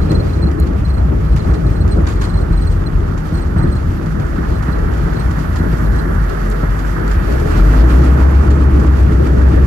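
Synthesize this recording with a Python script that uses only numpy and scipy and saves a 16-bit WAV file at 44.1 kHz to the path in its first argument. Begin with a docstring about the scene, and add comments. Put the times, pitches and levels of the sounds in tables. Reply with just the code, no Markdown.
"""Inside a floatplane cabin on a lake, two microphones: first the radial engine winds down, its firing tone
and uneven cylinders summed as sines, over filtered noise for wave rumble, rush along the floats and spray hiss.
From the start to 6 s a trim panel squeaks in short gliding tones; until about 7.5 s waves thump and ring the hull;
all through, sheets of spray slap the skin in noise bursts, and a few drops tick among stray ringing droplets.
The finest mist comes up towards 7 s; at 7.3 s the throttle opens and the engine surges, growling, to the end."""
import sys
import numpy as np
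from scipy import signal
from scipy.fft import rfft, irfft, next_fast_len
from scipy.io import wavfile

SR = 44100
rng = np.random.default_rng(int(sys.argv[2]) if len(sys.argv) > 2 else 0)


def transcribe(u):
    """Save the signal u as a 16-bit wav file named by the first command-line argument.

    u: samples, shape (n,) or (channels, n), limited to [-1, 1]; the rate is SR.
    q: integer samples, one column per channel.
    """
    v = np.clip(np.atleast_2d(u).T, -1, 1)
    q = np.round(v * 32767).astype(np.int16)
    wavfile.write(sys.argv[1], SR, q)


N = 426006
SIZE = next_fast_len(N)
HZ = np.maximum(np.arange(SIZE // 2 + 1) * SR / SIZE, 1)  # FFT grid, kept above zero for the logarithm
CYLINDERS = 9
THROTTLE_S = 7.28  # the throttle is opened

# engine speed: t/s, firing rate/(firings per s)
SPEED = [(0, 79), (.4, 74.5), (1.2, 60.4), (2, 50.4), (2.8, 43.7), (4, 35), (5.2, 28.5), (6, 25.8),
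         (6.45, 22.5), (6.8, 24.9), (7.25, 23.5), (7.4, 34.5), (7.8, 55.8), (8, 63.3), (8.2, 66.8),
         (8.4, 69.5), (8.7, 68.6), (9.15, 65.3), (9.66, 65.5)]
# waves thumping the floats: t/s, jump of the water's level/dB, fade/s, deep ring peak/dB, upper ring peak/dB
THUMPS = [(.048, 0, .04, -22, -9.5), (.105, 1.5, 0.042, -16, -6), (.427, 3.5, 0.081, -8, -10),
          (0.967, 2, .05, -18, -18), (1.452, 2, .03, -20, -20), (1.486, 4.5, 0.13, -3, -10),
          (1.647, 3, 0.036, -20, -11), (1.847, 4.5, .06, -3, -10.5), (1.93, 1, .03, -5, -18),
          (1.983, 2.5, 0.064, -18, -5.5), (2.015, 1, .03, -5, -16), (2.339, 3.5, .07, -10, -13),
          (2.502, 2.5, 0.025, -11, -8.5), (3.32, 2, 0.062, -16, -11), (3.444, -2.5, .03, -8, -20),
          (3.557, 6, 0.13, -4, -7.5), (3.59, 3, .04, -20, -7), (3.64, 1.5, 0.066, -18, -4.5),
          (3.75, 0.5, 0.029, -13, -9), (4.064, 3.5, 0.034, -18, -15), (4.199, 2.5, 0.03, -12, -11),
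          (4.38, 3.5, 0.03, -16, -11), (4.681, 6, 0.023, -14, -11), (5.599, 1, .05, -9, -9.5),
          (5.73, 1.5, .05, -18, -9.5), (5.931, 2.5, 0.076, -15, -13), (6.629, 5, 0.023, -12, -10),
          (7.029, 1, 0.045, -20, -14), (7.154, 4, .04, -4, -16), (7.451, 1.5, 0.048, -16, -12.5)]


def engine():
    """Firing tone, octave, uneven lines and growl; at low speed the firing tone sinks, its octave comes forward."""
    # uneven cylinders repeat every full cycle: multiple of the cycle rate, level against the firing tone/dB
    uneven = [(5, -22), (6, -21), (7, -15), (8, -11), (10, -16), (11, -26), (12, -18), (13, -22)]
    # what the hull lets in, throttle shut: firing rate/(firings per s), firing tone level/dB, octave level/dB
    boom = [(22, -46, -16), (24.5, -45, -15), (26.3, -40, -17), (29.5, -38, -21), (31.5, -36, -20),
            (34.7, -31, -25), (38.6, -29, -26), (41.5, -22, -26), (43.5, -16.5, -28), (52.3, -16.5, -32),
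            (65.5, -15.5, -38), (80.5, -17, -31)]
    throttle_rise_s, growl_rise_s = 0.046, .35
    tone_gain_db, octave_gain_db = 6.5, 3.5  # lasting gains on opening
    kick_db, kick_fade_s = 6.5, 0.54  # a surge while the engine gains speed
    growl_db, growl_gain_db = -38, 13  # one line with the throttle shut, and the gain on opening

    per_s, = in_time(SPEED)
    age = np.maximum(np.arange(N) / SR - THROTTLE_S, 0)
    opened = np.minimum(age / throttle_rise_s, 1)
    surge_db = kick_db * np.exp(-age / kick_fade_s)
    speeds, *levels = np.transpose(boom)
    tone_db, octave_db = (np.interp(per_s, speeds, db) for db in levels)
    tone_db = tone_db + opened * (tone_gain_db + surge_db)
    octave_db = octave_db + opened * (octave_gain_db + surge_db)
    growl_db = growl_db + np.minimum(age / growl_rise_s, 1) * growl_gain_db

    firing_phase = 2 * np.pi * np.cumsum(per_s * waver(6, .05)) / SR
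    cycle = (firing_phase / CYLINDERS % (2 * np.pi)).astype(np.float32)
    beats = sum(amp(db) * np.sin(multiple * cycle + rng.uniform(0, 2 * np.pi)) for multiple, db in uneven)
    tone = amp(tone_db) * (np.sin(firing_phase) * waver(6, .6) + beats * waver(3, 1.0))
    rough = amp(growl_db) * growl(cycle) * waver(4, 1.5)
    octave = amp(octave_db) * waver(6, 1.5) * np.sin(2 * firing_phase + 1)
    return np.sqrt(2) * (tone + rough + octave) * amp([[.6], [-.6]])  # a touch louder on the left


def growl(cycle):
    """One rough waveform repeats every engine cycle; the cabin picks out its resonances."""
    # cabin resonances: f/Hz, level per line/dB
    cabin = [(80, -60), (103, -8), (122, -1), (140, -13), (157, 0), (176, -16), (203, -7), (226, -19),
             (253, -5), (275, -15), (298, -7), (345, -14), (390, -26), (415, -18), (600, -60)]
    places = np.linspace(0, 2 * np.pi, 2048)
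    shape = sum(np.sin(multiple * places + rng.uniform(0, 2 * np.pi)) for multiple in range(14, 100))
    repeated = np.interp(cycle, places, shape)
    return irfft(rfft(repeated, SIZE) * amp(over_hz(cabin)), SIZE)[:N]


def hull_water():
    """Waves shake the hull in a deep rumble and drum on its skin; each thump shifts mostly the drumming."""
    # water on the hull: t/s, rumble level/dB, skin drumming level/dB
    hull_levels = [(0, -14.5, -19), (.7, -16, -25), (1.6, -14.5, -24), (2.7, -16, -26), (3.3, -16.5, -27.5),
                   (3.8, -14.5, -26), (4.4, -16, -25.5), (5, -15.5, -24), (5.6, -15.5, -25),
                   (6, -14.5, -26), (6.4, -20, -25.5), (7.1, -18.5, -25), (7.35, -17.5, -21.5),
                   (7.6, -20, -20), (7.9, -34, -19.5), (8.5, -17.5, -22), (9.66, -13.5, -20)]
    # rumble spectrum, the hull booms near 160 Hz: f/Hz, level per Hz/dB
    rumble_spectrum = [(14, -40), (26, -40), (33, -6), (40, 1), (55, 1), (70, -1), (88, 0), (120, -7),
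                       (140, -8), (158, -2.5), (180, -9.5), (260, -22.5), (340, -42), (600, -120)]
    # drumming spectrum: f/Hz, level per Hz/dB
    drum_spectrum = [(120, -60), (200, -0.5), (227, -6.5), (252, -5.5), (275, -7), (300, -3.5), (400, -3),
                     (501, -12.5), (644, -13), (700, -15.5), (910, -25), (1540, -120)]
    rumble_thump_share = 0.15  # the rumble takes this share of a thump's jump in dB
    rumble_db, drum_db = in_time(hull_levels)
    lift = thumps()
    rumble = amp(rumble_db) * stereo_noise(rumble_spectrum, patchy_db=1.4, flicker_rate=8.0)
    drumming = amp(drum_db) * stereo_noise(drum_spectrum, patchy_db=1.95, flicker_rate=8.0)
    return rumble * lift ** rumble_thump_share + drumming * lift


def float_wash():
    """Water rushes past the floats as mid-band noise under brighter spray hiss; its colour drifts."""
    # along the floats: t/s, rush level/dB, spray hiss level/dB
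    float_levels = [(0, -28.5, -44), (.25, -30, -44.5), (1, -30, -47), (1.5, -31, -45), (3.3, -30, -45.5),
                    (3.9, -32, -44.5), (4.75, -27, -43), (6, -28, -42.5), (6.9, -27.5, -43),
                    (7.03, -28.5, -42.5), (7.15, -30, -43), (7.4, -26, -38), (7.8, -21.5, -35),
                    (8.3, -22.5, -40), (8.6, -24.5, -41.5), (9.66, -27, -42)]
    # rush spectrum: f/Hz, level per Hz/dB
    rush_spectrum = [(290, 1), (500, -2.5), (643, -3), (727, 0), (1010, -3.5), (1180, -1), (1310, -1),
                     (1800, -5.5), (2210, -19), (2800, -28), (3640, -36), (6160, -120)]
    # hiss spectrum: f/Hz, level per Hz/dB
    hiss_spectrum = [(1290, -14), (2200, 0), (3000, -3.5), (3950, -7), (4660, -6.5), (5070, -10.5),
                     (5900, -10.5), (7200, -12.5), (8000, -12.5), (10500, -18), (12000, -19), (13500, -20)]
    # colour: t/s, lift of the band at 1.4-2.1 kHz/dB, lift of the band at 2.3-2.8 kHz/dB
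    colour = [(0, -3, 2.5), (3.5, 0, -1.5), (4.3, 2, -1), (5, 1, 0), (6, 3.5, -3), (6.9, 3.5, 0.5),
              (7.03, 7.5, -3), (7.2, 4, 0.5), (7.8, -0.5, 1), (8.6, -3, 2), (9.66, 2, 0.5)]
    rush_pan_db = -8  # left minus right
    (rush_db, hiss_db), (mid_db, top_db) = in_time(float_levels), in_time(colour)
    rush_gain = amp(rush_db + np.array([[.5], [-.5]]) * rush_pan_db)
    rush = rush_gain * stereo_noise(rush_spectrum, patchy_db=0.7, flicker_rate=27.0)
    hiss = amp(hiss_db) * stereo_noise(hiss_spectrum, patchy_db=1.3, flicker_rate=12.7)
    wash = lifted(rush * thumps() + hiss, 1380, 2060, mid_db)
    return lifted(wash, 2250, 2800, top_db) * throb()


def throb():
    """With the throttle open the airframe shakes rush and hiss, a gain swinging once per engine cycle."""
    throb_db = .9  # swing either way
    per_s, = in_time(SPEED)
    opened = np.arange(N) / SR > THROTTLE_S
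    return amp(throb_db * opened * np.cos(2 * np.pi * np.cumsum(per_s) / SR / CYLINDERS))


def thumps():
    """Each wave shifts the water's level at once, nearly always upwards; the shift fades back."""
    lift_db, age = np.zeros(N + SR), np.arange(SR // 2) / SR
    for s, db, fade, *_ in THUMPS:
        at = int(s * SR)
        lift_db[at:at + len(age)] += db * np.minimum(age / .003, 1) * np.exp(-age / max(fade, .01))
    return amp(lift_db[:N])


def knocks():
    """Each thump sets the hull's modes ringing briefly, a little off pitch each time."""
    # hull modes, one deep and two upper: f/Hz, level against the thump's ring peak/dB, t60/s
    modes = [(70, 0, .14), (152, 0, .09), (320, -9, .08)]
    out, age = np.zeros(N + SR), np.arange(SR // 4) / SR
    chances = rng.standard_normal((len(THUMPS), len(modes)))
    for (s, _, _, deep_db, upper_db), chance in zip(THUMPS, chances):
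        at = int(s * SR)
        for (hz, mode_db, t60), db, sway in zip(modes, (deep_db, upper_db, upper_db), chance):
            envelope = amp(-60 * age / t60) * np.minimum(age * hz, 1)  # rises over one period
            ring = envelope * np.sin(2 * np.pi * hz * (1 + .05 * sway) * age)
            peak_db = mode_db + db + 60 / t60 / hz  # makes up the decay during the rise
            out[at:at + len(age)] += amp(peak_db) * ring
    return out[:N]


def slaps():
    """Each sheet of spray cracks with a noise burst; bigger sheets build and die slower and leave a trickle."""
    # spray slapping the skin: t/s, level/dB
    sheets = [(0.1166, -29), (0.5152, -34), (0.6694, -34), (1.363, -27.5), (1.453, -46), (1.5399, -32),
              (1.8791, -32.5), (2.069, -23), (2.214, -24.5), (3.1777, -31.5), (3.7549, -35.5),
              (4.0292, -38), (4.0617, -34), (4.199, -34), (4.6269, -32.5), (4.788, -35), (4.9387, -34),
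              (4.9711, -33.5), (5.1337, -31.5), (5.3093, -31), (5.5288, -32.5), (5.559, -29), (5.7274, -36),
              (5.9224, -36), (5.9589, -30), (6.2951, -32), (6.4173, -33), (6.5136, -32), (6.791, -30.5),
              (7.0783, -31.5), (7.1147, -29.5), (7.3991, -30), (7.5772, -31), (7.9059, -42),
              (8.0406, -31.5), (8.1194, -42), (8.5051, -29), (8.7974, -30.5), (8.867, -32), (8.988, -43),
              (9.05, -42), (9.172, -39), (9.2688, -33), (9.385, -53)]
    # slap spectrum, the window rings near 4.6 and 7 kHz: f/Hz, level per Hz/dB
    slap_spectrum = [(500, -8), (900, 4.5), (1500, 4), (2400, -5.5), (3400, -7.5), (4000, -9.5), (4600, -8),
                     (5500, -15), (6600, -13.5), (7000, -9), (7400, -14.5), (10000, -20.5), (13500, -30),
                     (14500, -40)]
    spatter_band_hz = 5300, 6300  # the window rings here
    spatter_db, spatter_t60_s = 1, .03  # the first drops of a sheet crack on the window
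    t, shape, crack = np.arange(N) / SR, np.zeros(N), np.zeros(N)
    for s, db in sheets:
        span = slice(int((s - .003) * SR), int((s + .35) * SR))
        age = t[span] - t[span][0]
        size = amp(db + 36.0)  # 1 for a sheet at -36 dB
        t60 = 0.053 * size ** 0.98
        decay = amp(-60 * age / t60) + 0.21 * amp(-18 * age / t60)  # the burst, then the trickle
        shape[span] += amp(db) * decay * np.clip(age / (0.002 * size), 0, 1)
        crack[span] += amp(db + spatter_db - 60 * age / spatter_t60_s) * np.clip(age / .002, 0, 1)
    burst = shape * stereo_noise(slap_spectrum, patchy_db=2.0, flicker_rate=150)
    band = signal.butter(2, spatter_band_hz, "band", fs=SR, output="sos")
    return burst + signal.sosfilt(band, crack * rng.standard_normal((2, N)))


def squeaks():
    """Rubber slips on metal: a brief, shaky high tone that slides a little; its octave speaks first."""
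    # panel squeaks: t/s, fundamental level/dB, octave level/dB
    chirps = [(.014, -37, -56), (.049, -46, -60), (.098, -33, -48), (.147, -32, -48), (.193, -36, -55),
              (.255, -50, -66), (.29, -45, -62), (.333, -39, -54), (.375, -45, -55), (.422, -31, -47),
              (.465, -38, -59), (.59, -39, -56), (.624, -38, -65), (.85, -38, -55), (.894, -38, -50),
              (.938, -46, -54), (.976, -44, -53), (1.26, -50, -69), (1.29, -54, -61), (1.324, -47, -54),
              (1.397, -37, -66), (1.437, -44, -60), (1.513, -41, -55), (1.551, -42, -52), (1.664, -43, -55),
              (1.713, -49, -52), (1.757, -44, -55), (1.81, -38, -47), (1.914, -35, -42), (1.956, -50, -55),
              (2.16, -48, -56), (2.201, -42, -51), (2.242, -37, -46), (2.295, -39, -45), (2.337, -39, -53),
              (2.375, -36, -50), (2.414, -41, -47), (2.528, -41, -53), (2.572, -39, -45), (2.617, -40, -44),
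              (2.672, -37, -44), (2.717, -45, -45), (2.762, -50, -58), (2.864, -35, -50), (3.34, -40, -46),
              (3.377, -39, -45.5), (3.418, -43, -42.5), (3.458, -51, -62), (3.584, -39, -42),
              (3.629, -40, -42), (3.675, -47, -54), (3.721, -40, -44), (3.76, -39, -47), (4.554, -44, -53),
              (4.685, -47, -57), (4.724, -39, -54), (5.157, -39, -54), (5.198, -40, -46), (5.591, -42, -56),
              (5.86, -44, -58), (5.95, -46, -58), (5.987, -38, -47)]
    pitch_hz, spread_hz, wobble_hz = 4175, 9, 24  # the slip is uneven
    length_s, length_spread = 0.033, 0.14  # the spread is a share of the length
    sag_from_s, sag_hz_per_s = 3.8, 22  # the late squeaks sit lower
    out, chances = np.zeros((2, N)), rng.standard_normal((len(chirps), 4))
    wobble = wobble_hz * np.log(waver(60, 20 / np.log(10)))  # the log turns the gain into a plain wander
    for (s, db, octave_db), (detune, glide, sway, stretch) in zip(chirps, chances):
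        part = np.linspace(0, 1, int(max(length_s * (1 + length_spread * stretch), .005) * SR))
        hz = pitch_hz - sag_hz_per_s * max(s - sag_from_s, 0)
        hz = hz + spread_hz * (detune + glide * (part - .5)) + wobble[int(s * SR):][:len(part)]
        phase = 2 * np.pi * np.cumsum(hz) / SR
        low = amp(db) * np.sin(np.pi * part ** 0.8) ** 1.6 * np.sin(phase + np.array([[0], [2.6]]))
        low = low * amp([[-4], [3]])  # stronger on the right
        high = amp(octave_db) * np.sin(np.pi * part ** 0.41) ** 1.5 * np.sin(2 * phase)
        high = high * amp(np.array([[-1 + sway], [1 - sway]]))
        at = int((s - .006) * SR)
        out[:, at:at + len(part)] += low + high
    return out * waver(120, 3)


def ticks():
    """A drop on the window is a brief burst of bright noise."""
    # drops on the window: t/s, strength before the high-pass and pan/dB, t60/s
    drops = [(0.116, -29, .008), (0.3002, -38, .008), (0.6, -24, 0.0092), (1.3623, -31, 0.0097),
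             (6.5013, -25, .008), (8.043, -39, .08)]
    out, age = np.zeros(N), np.arange(2000) / SR
    for (s, db, t60), grit in zip(drops, rng.standard_normal((len(drops), 2000))):
        out[int(s * SR):int(s * SR) + 2000] += amp(db - 60 * age / t60) * grit
    out = signal.sosfilt(signal.butter(4, 6800, "high", fs=SR, output="sos"), out)
    return out * amp([[1.5], [-1.5]])  # nearer the left


def droplets():
    """Stray droplets land at random, each ringing a few cycles at one of eight pitches."""
    droplets_per_s, droplet_db = 60, -30  # typical rate on each side before it wanders; overall gain
    born = rng.random((2, N)) < droplets_per_s * waver(3, 5) / SR
    sizes = born * amp(4 * np.minimum(rng.exponential(1, (2, N)), 3))
    dealt, out = rng.integers(0, 8, N), 0
    for k, hz in enumerate(np.geomspace(1200, 7000, 8)):
        r, w = amp(-60 * hz / 12 / SR), 2 * np.pi * hz / SR  # dies by 60 dB in 12 cycles
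        strikes = sizes * (dealt == k) + 1e-18
        out = out + signal.lfilter([0, np.sin(w) * 1200 / hz], [1, -2 * r * np.cos(w), r * r], strikes)
    return amp(droplet_db) * out


def fine_mist():
    """The finest spray is a thin band of noise in the top treble."""
    # level of the top treble: t/s, level/dB
    mist_levels = [(0, -64), (4, -60.5), (4.8, -57.5), (5.5, -53.5), (7, -53), (7.7, -51), (8.1, -56),
                   (8.6, -62), (9.66, -59)]
    # mist spectrum: f/Hz, level per Hz/dB
    mist_spectrum = [(7000, -34), (9500, -6), (10800, -4.5), (12000, -4), (13300, -6), (14000, -9),
                     (15000, -30)]
    mist_db, = in_time(mist_levels)
    return amp(mist_db) * stereo_noise(mist_spectrum, patchy_db=0.5, flicker_rate=12)


def stereo_noise(spectrum, patchy_db, flicker_rate):
    """Coloured noise as the two microphones hear it, in bands that flicker partly together; rms 1."""
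    # the two microphones: f/Hz, likeness/0-1, phase by which the right leads/rad, left minus right/dB
    microphones = [(57.6, 0.98, -0.5, 0), (175, 0.93, 0.52, 3), (320, 0.63, 0.57, 6),
                   (431.2, 0.59, -5, -0.5), (494, 0.27, 2.5, 1), (646, 0.93, 2, -1), (780, 0.66, 4, 4.5),
                   (1300, 0.65, 5.0, -0.5), (1733, 0.55, 3, -0.5), (2100, 0.23, -0.5, -0.5),
                   (3570, 0.27, 2.5, -1), (5600, 0.12, 7, -9.5), (7340, 0.4, -2, -6), (10000, 0, -8, 5.5),
                   (10100, 1, -2.5, 2), (13500, 1, 1, -0.5)]
    bands_per_octave = 1.25
    shared, own = rfft(rng.standard_normal((2, SIZE)))
    alike = np.clip(over_hz(microphones), 0, 1)
    lead = np.exp(1j * over_hz(microphones, axis=2))
    right = alike * shared * lead + np.sqrt(1 - alike ** 2) * own
    tilt = amp(over_hz(microphones, axis=3) / 2)
    pair = (amp(over_hz(spectrum)) * np.array([shared * tilt, right / tilt])).astype(np.complex64)
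    edges_hz = [spectrum[1][0], spectrum[-2][0]]
    first, last = np.round(bands_per_octave * np.log2(edges_hz)).astype(int)
    step = np.clip(bands_per_octave * np.log2(HZ), first, last).astype(np.float32)
    out = 0
    for k in range(int(first), int(last) + 1):
        band = irfft(pair * np.clip(1 - abs(step - k), 0, 1), SIZE)[:, :N]  # triangles that sum to one
        out = out + band * waver(flicker_rate, patchy_db).astype(np.float32)
    return rms_one(out * waver(flicker_rate, patchy_db))


def waver(rate, db):
    """A gain that wanders by about db: coarse noise through a double one-pole low-pass at rate Hz."""
    r = np.exp(-80 * np.pi * rate / SR)  # one coarse step is 40 samples
    slow = signal.lfilter([1], [1, -2 * r, r * r], rng.standard_normal(N // 40 + 2002))[2000:]
    return np.interp(np.arange(N) / 40, np.arange(len(slow)), amp(db * rms_one(slow)))


def lifted(x, low_hz, high_hz, db):
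    """Raise or lower one band."""
    band = signal.butter(1, [low_hz, high_hz], "band", fs=SR, output="sos")
    return x + (amp(db) - 1) * signal.sosfilt(band, x)


def amp(db):
    """Decibels to gain."""
    return np.exp(np.asarray(db) * (np.log(10) / 20))


def rms_one(x):
    """Scale to unit power."""
    return x / np.sqrt(np.mean(x ** 2) + 1e-20)


def in_time(rows):
    """Each column of a curve table, sample by sample."""
    s, *columns = np.transpose(rows)
    return [np.interp(np.arange(N) / SR, s, c) for c in columns]


def over_hz(points, axis=1):
    """One column of a frequency table on the FFT grid, straight lines over log frequency."""
    points = np.array(points)
    return np.interp(np.log(HZ), np.log(points[:, 0]), points[:, axis])


def scene():
    """Everything heard in the cabin."""
    lake = hull_water() + float_wash() + knocks()
    spray = slaps() + ticks() + droplets() + fine_mist()
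    return engine() + lake + squeaks() + spray


def record(dry):
    """The microphones lose the deepest bass, peaks are rounded, the top is cut."""
    mic_low_hz, ceiling, cutoff_hz = 30, 1.1, 13900  # the ceiling is in full scales
    x = np.concatenate([dry[:, SR // 4:0:-1], dry], axis=1)  # the mirrored start runs the filters in
    x = signal.sosfilt(signal.butter(2, mic_low_hz, "high", fs=SR, output="sos"), x)
    x = x / (1 + (abs(x) / ceiling) ** 5) ** .2
    return signal.sosfilt(signal.ellip(10, .5, 70, cutoff_hz, fs=SR, output="sos"), x)[:, SR // 4:]


dry = scene()
out = record(dry)
transcribe(out)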